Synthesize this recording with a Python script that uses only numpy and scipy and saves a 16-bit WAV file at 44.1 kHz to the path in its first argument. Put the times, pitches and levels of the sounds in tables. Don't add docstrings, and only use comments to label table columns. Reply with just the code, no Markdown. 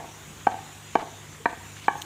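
import sys
import numpy as np
from scipy import signal
from scipy.fft import rfft, irfft, next_fast_len
from scipy.io import wavfile
from scipy.ndimage import uniform_filter1d, map_coordinates

SR = 44100
rng = np.random.default_rng(int(sys.argv[2]) if len(sys.argv) > 2 else 0)


def wrap_up_sound(samples):
    columns = np.atleast_2d(samples).T
    tamed = np.clip(columns, -1, 1)
    steps = np.round(tamed * 32767).astype(np.int16)
    wavfile.write(sys.argv[1], SR, steps)


def voltage_ratio(decibels):
    exponent = np.asarray(decibels, float) / 20
    return 10 ** exponent


N = 90581

# start in seconds, strength in dB.
BLOWS = [
    (-.0305, -6.5),
    (0.4684, -1),
    (0.9535, 0),
    (1.4566, -2.5),
    (1.8810, -0.5),
]


def unit(x):
    return x / np.sqrt(np.mean(x ** 2) + 1e-20)


def along(points, hz):
    f, v = np.transpose(points)
    return np.interp(np.log(hz + 1), np.log(f + 1), v)


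def wobble(rate):
    knots = rng.standard_normal(int(N * rate / SR) + 4)
    return map_coordinates(knots, [np.arange(N) * rate / SR])


def filtered(x, response):
    m = next_fast_len(x.shape[-1] + 8192)
    spectrum = rfft(x, m) * response(np.fft.rfftfreq(m, 1 / SR))
    return irfft(spectrum, m)[..., :x.shape[-1]]


def add(track, sound, s):
    i = round(s * SR)
    part = sound[max(-i, 0):max(len(track) - i, 0)]
    track[max(i, 0):][:len(part)] += part


def ring(modes, attack_s, t):
    hz, t60, db = np.transpose(modes)[..., None]
    close = hz < 1.175 * np.roll(hz, 1)
    sign = -np.cumprod(np.where(close, -1, 1), axis=0)
    sign[1:] *= -1
    partials = sign * voltage_ratio(db - 60 * t / t60) * np.sin(2 * np.pi * hz * t)
    return partials.sum(axis=0) * (1 - np.exp(-t / attack_s))


def rush(spectrum, patchy_db):
    z = signal.stft(rng.standard_normal(N + 512), nperseg=512)[2]
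    patches = uniform_filter1d(rng.standard_normal(z.shape), 6, 0)
    patches = unit(uniform_filter1d(patches, 12, 1))
    noise = signal.istft(z * voltage_ratio(patchy_db * patches), nperseg=512)[1][:N]
    low_hz = spectrum[0][0]
    return unit(filtered(noise, lambda hz: voltage_ratio(along(spectrum, hz)) * hz ** 2 / (hz ** 2 + low_hz ** 2)))


def rumble():
    # frequency in Hz, level in dB.
    rumble_curve = [(25, -34), (45, 1), (70, 1.5), (160, 3), (360, -1.5), (620, -8), (1100, -5),
                    (2500, -20)]
    return voltage_ratio(-50.5 + 1.3 * wobble(6.05)) * rush(rumble_curve, patchy_db=1.5)


def air():
    # frequency in Hz, level in dB.
    air_curve = [(1000, 4.5), (3600, 0.5), (4900, -11), (6900, 1.5), (8500, -7.5), (11000, -16.5),
                 (14000, -32), (15700, -38)]
    # frequency in Hz, side gain in dB.
    wide_curve = [(3300, -93), (4300, -6), (6500, -29.5), (9000, -13.5), (15000, 17.5)]
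    level = voltage_ratio(-48.5 + 1.1 * wobble(2.75))
    centre = level * rush(air_curve, patchy_db=2.03)
    side_hiss = rush(air_curve, patchy_db=5.8)
    wide = level * filtered(side_hiss, lambda hz: voltage_ratio(along(wide_curve, hz)))
    return centre, wide


def motor():
    # frequency in Hz, level in dB rms.
    hum_lines = [(70, -61.5), (100, -53.5), (152, -55.5), (200, -67), (300, -68), (363, -67)]
    t, out = np.arange(N) / SR, np.zeros(N)
    for hz, db in hum_lines:
        level = np.sqrt(2) * voltage_ratio(db + 2.5 * wobble(13))
        out += level * np.sin(2 * np.pi * hz * t + 1.2 * wobble(11))
    return out


def rope_bed():
    # start in seconds, level in dB, pitch in Hz.
    nudges = [
        (1.4, -32.5, 450),
        (2.035, -37.5, 350),
        (1, -50, 160),
    ]
    t60_s, rise_s = 0.075, 0.012
    out, t = np.zeros(N), np.arange(SR // 8) / SR
    for s, db, hz in nudges:
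        add(out, ring([(hz * 0.94, t60_s, db - 4.5), (hz, t60_s, db)], rise_s, t), s)
    return out


def squeak():
    start_s, length_s = 1.968, 0.035
    start_hz, sag_hz_per_s = 6750, 14000
    out, t = np.zeros(N), np.arange(round(length_s * SR)) / SR
    phase = 2 * np.pi * (start_hz * t - sag_hz_per_s * t ** 2 / 2) + 1.2 * wobble(340)[:len(t)]
    octave = voltage_ratio(-2 - 20 * t / length_s) * np.sin(2 * phase)
    swell = np.sin(np.pi * t / length_s)
    add(out, voltage_ratio(-45) * swell * (np.sin(phase) + octave), start_s)
    return out


def crunch():
    # start in seconds, length in seconds, level in dB, grain pitch in Hz.
    bursts = [
        (0.4, 0.017, -52, 3200),
        (0.511, 0.016, -44, 2600),
        (.99, .03, -39.5, 2200),
        (1.325, .035, -51, 2780),
        (1.495, .015, -45, 2200),
        (1.759, 0.042, -49, 4200),
        (1.821, .045, -48.5, 3580),
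    ]
    out, t = np.zeros(N), np.arange(256) / SR
    for s, length, db, grain_hz in bursts:
        burst = np.zeros(SR // 8)
        for place, pitch, boost in zip(rng.random(80), rng.standard_normal(80), rng.exponential(size=80)):
            hz = np.clip(grain_hz * np.exp(0.573 * pitch), 600, 15000)
            grain = ring([(hz, 4.2 * 3 / hz, 0)], 0.0001, t)
            add(burst, voltage_ratio(2.5 * boost) * grain, place * length)
        add(out, voltage_ratio(db) * burst / np.linalg.norm(burst) * np.sqrt(length * SR), s)
    return out


def cracking_seed():
    # start in seconds, level in dB, tilt in dB per octave.
    snaps = [
        (2.0171, -27, -4),
        (2.0202, -20, -5.5),
        (2.0258, -36, 1),
    ]
    # frequency in Hz, t60 in seconds, level in dB.
    shell = [(3040, 0.0058, -0.5), (4000, 0.0026, 1.5), (6000, 0.0024, 1.5), (7000, 0.0048, 0.5),
             (8300, 0.0034, 0.5), (10900, 0.0022, -6), (13700, 0.0046, 0)]
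    out, t = np.zeros(N), np.arange(900) / SR
    for s, db, tilt_db in snaps:
        modes = []
        for hz, t60, mode_db in shell:
            tilt = tilt_db * np.log2(hz / shell[0][0])
            modes.append((hz, t60, mode_db + db + tilt + rng.normal(0, 1.2)))
        add(out, ring(modes, 0.000071, t), s)
    return out


def yard():
    # frequency in Hz, t60 in seconds.
    yard_t60 = [(200, 0.75), (800, 0.55), (2000, 0.55), (6000, 0.31)]
    # delay in seconds, level in dB, dull above this many Hz.
    walls = [(0.0098, -19, 3000), (.0185, -20.5, 4000), (.031, -22.5, 2050), (.040, -28, 6000),
             (.053, -37, 2000), (.082, -28, 1200), (.117, -30.5, 1490)]
    far_wall = (0.0718, -17.5, 800)
    hz, t, z = signal.stft(rng.standard_normal(SR // 2), SR, nperseg=256)
    tail = signal.istft(z * voltage_ratio(-60 * t / along(yard_t60, hz)[:, None]), SR, nperseg=256)[1]
    response = np.pad(voltage_ratio(-14.5) * unit(tail) / np.sqrt(len(tail)), (400, 0))
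    response[0] = 1
    for delay, db, dull_hz in [*walls, far_wall]:
        blur = np.exp(-2 * np.pi * dull_hz * np.arange(200) / SR)
        add(response, voltage_ratio(db) * blur / blur.sum(), delay)
    return response


def seed_burst(db, contact_s, t):
    t60_s, centre_hz = 0.023, 4000

    def band(hz):
        return hz * centre_hz / (hz ** 2 + centre_hz ** 2) / (1 + (hz / centre_hz) ** 2)

    noise = unit(filtered(rng.standard_normal(len(t)), band))
    return voltage_ratio(db - 60 * t / t60_s) * (1 - np.exp(-t / contact_s)) * noise


def pestle():
    # frequency in Hz, t60 in seconds,
    # then level in dB at each of four landing spots.
    wood = [(266, 0.015, -11.5, -10, -12, -16.5), (476, 0.017, -13, -8.5, -11, -14.5),
            (664.5, 0.035, -14, -8.5, -14.5, -24), (765, 0.022, 1, -5, -8.5, -5),
            (851, .024, -2, -4, -12, -2.5), (945, 0.049, -15, -15.5, -8, -18.5),
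            (1113, 0.027, -15.5, -13, -13.5, -9.5), (1307, 0.026, -21, -28, -24, -37),
            (1555, 0.038, -16.5, -20.5, -14, -16), (1692, 0.05, -31.5, -27.5, -20, -16.5),
            (1835, 0.021, -22, -23.5, -8.5, -18), (2309, 0.023, -22, -20, -15.5, -16.5),
            (3020, 0.04, -36, -30, -39, -31), (4005, .025, -52.5, -48, -31, -36)]
    landing = [1, 0, 1, 2, 3]
    burst_db = [-26, -38, -30, -40.5, -49]
    contact_s = 0.00064
    out, t = np.zeros(N), np.arange(SR // 8) / SR
    for (s, db), spot, crack_db in zip(BLOWS, landing, burst_db):
        knock = ring([(m[0], m[1], m[2 + spot] + db) for m in wood], contact_s, t)
        crack = seed_burst(crack_db, contact_s, t)
        add(out, signal.fftconvolve(knock + crack, yard()), s)
    return signal.sosfilt(signal.butter(N=4, Wn=115, btype="high", fs=SR, output="sos"), out)


def gain_dips():
    t = np.arange(N) / SR
    return voltage_ratio(sum(-3 * np.exp(-np.abs(t - s) / 0.052) * (t > s) for s, _ in BLOWS))


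def scene():
    duck = gain_dips()
    hiss, wide_hiss = air()
    background = motor() + rumble() + hiss
    mid = duck * background + rope_bed() + squeak() + crunch() + cracking_seed() + pestle()
    side = duck * wide_hiss
    return np.array([mid + side, mid - side])


def roll_off(x):
    return signal.sosfilt(signal.butter(12, 15770, fs=SR, output="sos"), x)


def record(dry):
    mix = filtered(dry, lambda hz: hz < 15600)
    return roll_off(mix)


dry = scene()
out = record(dry)
wrap_up_sound(out)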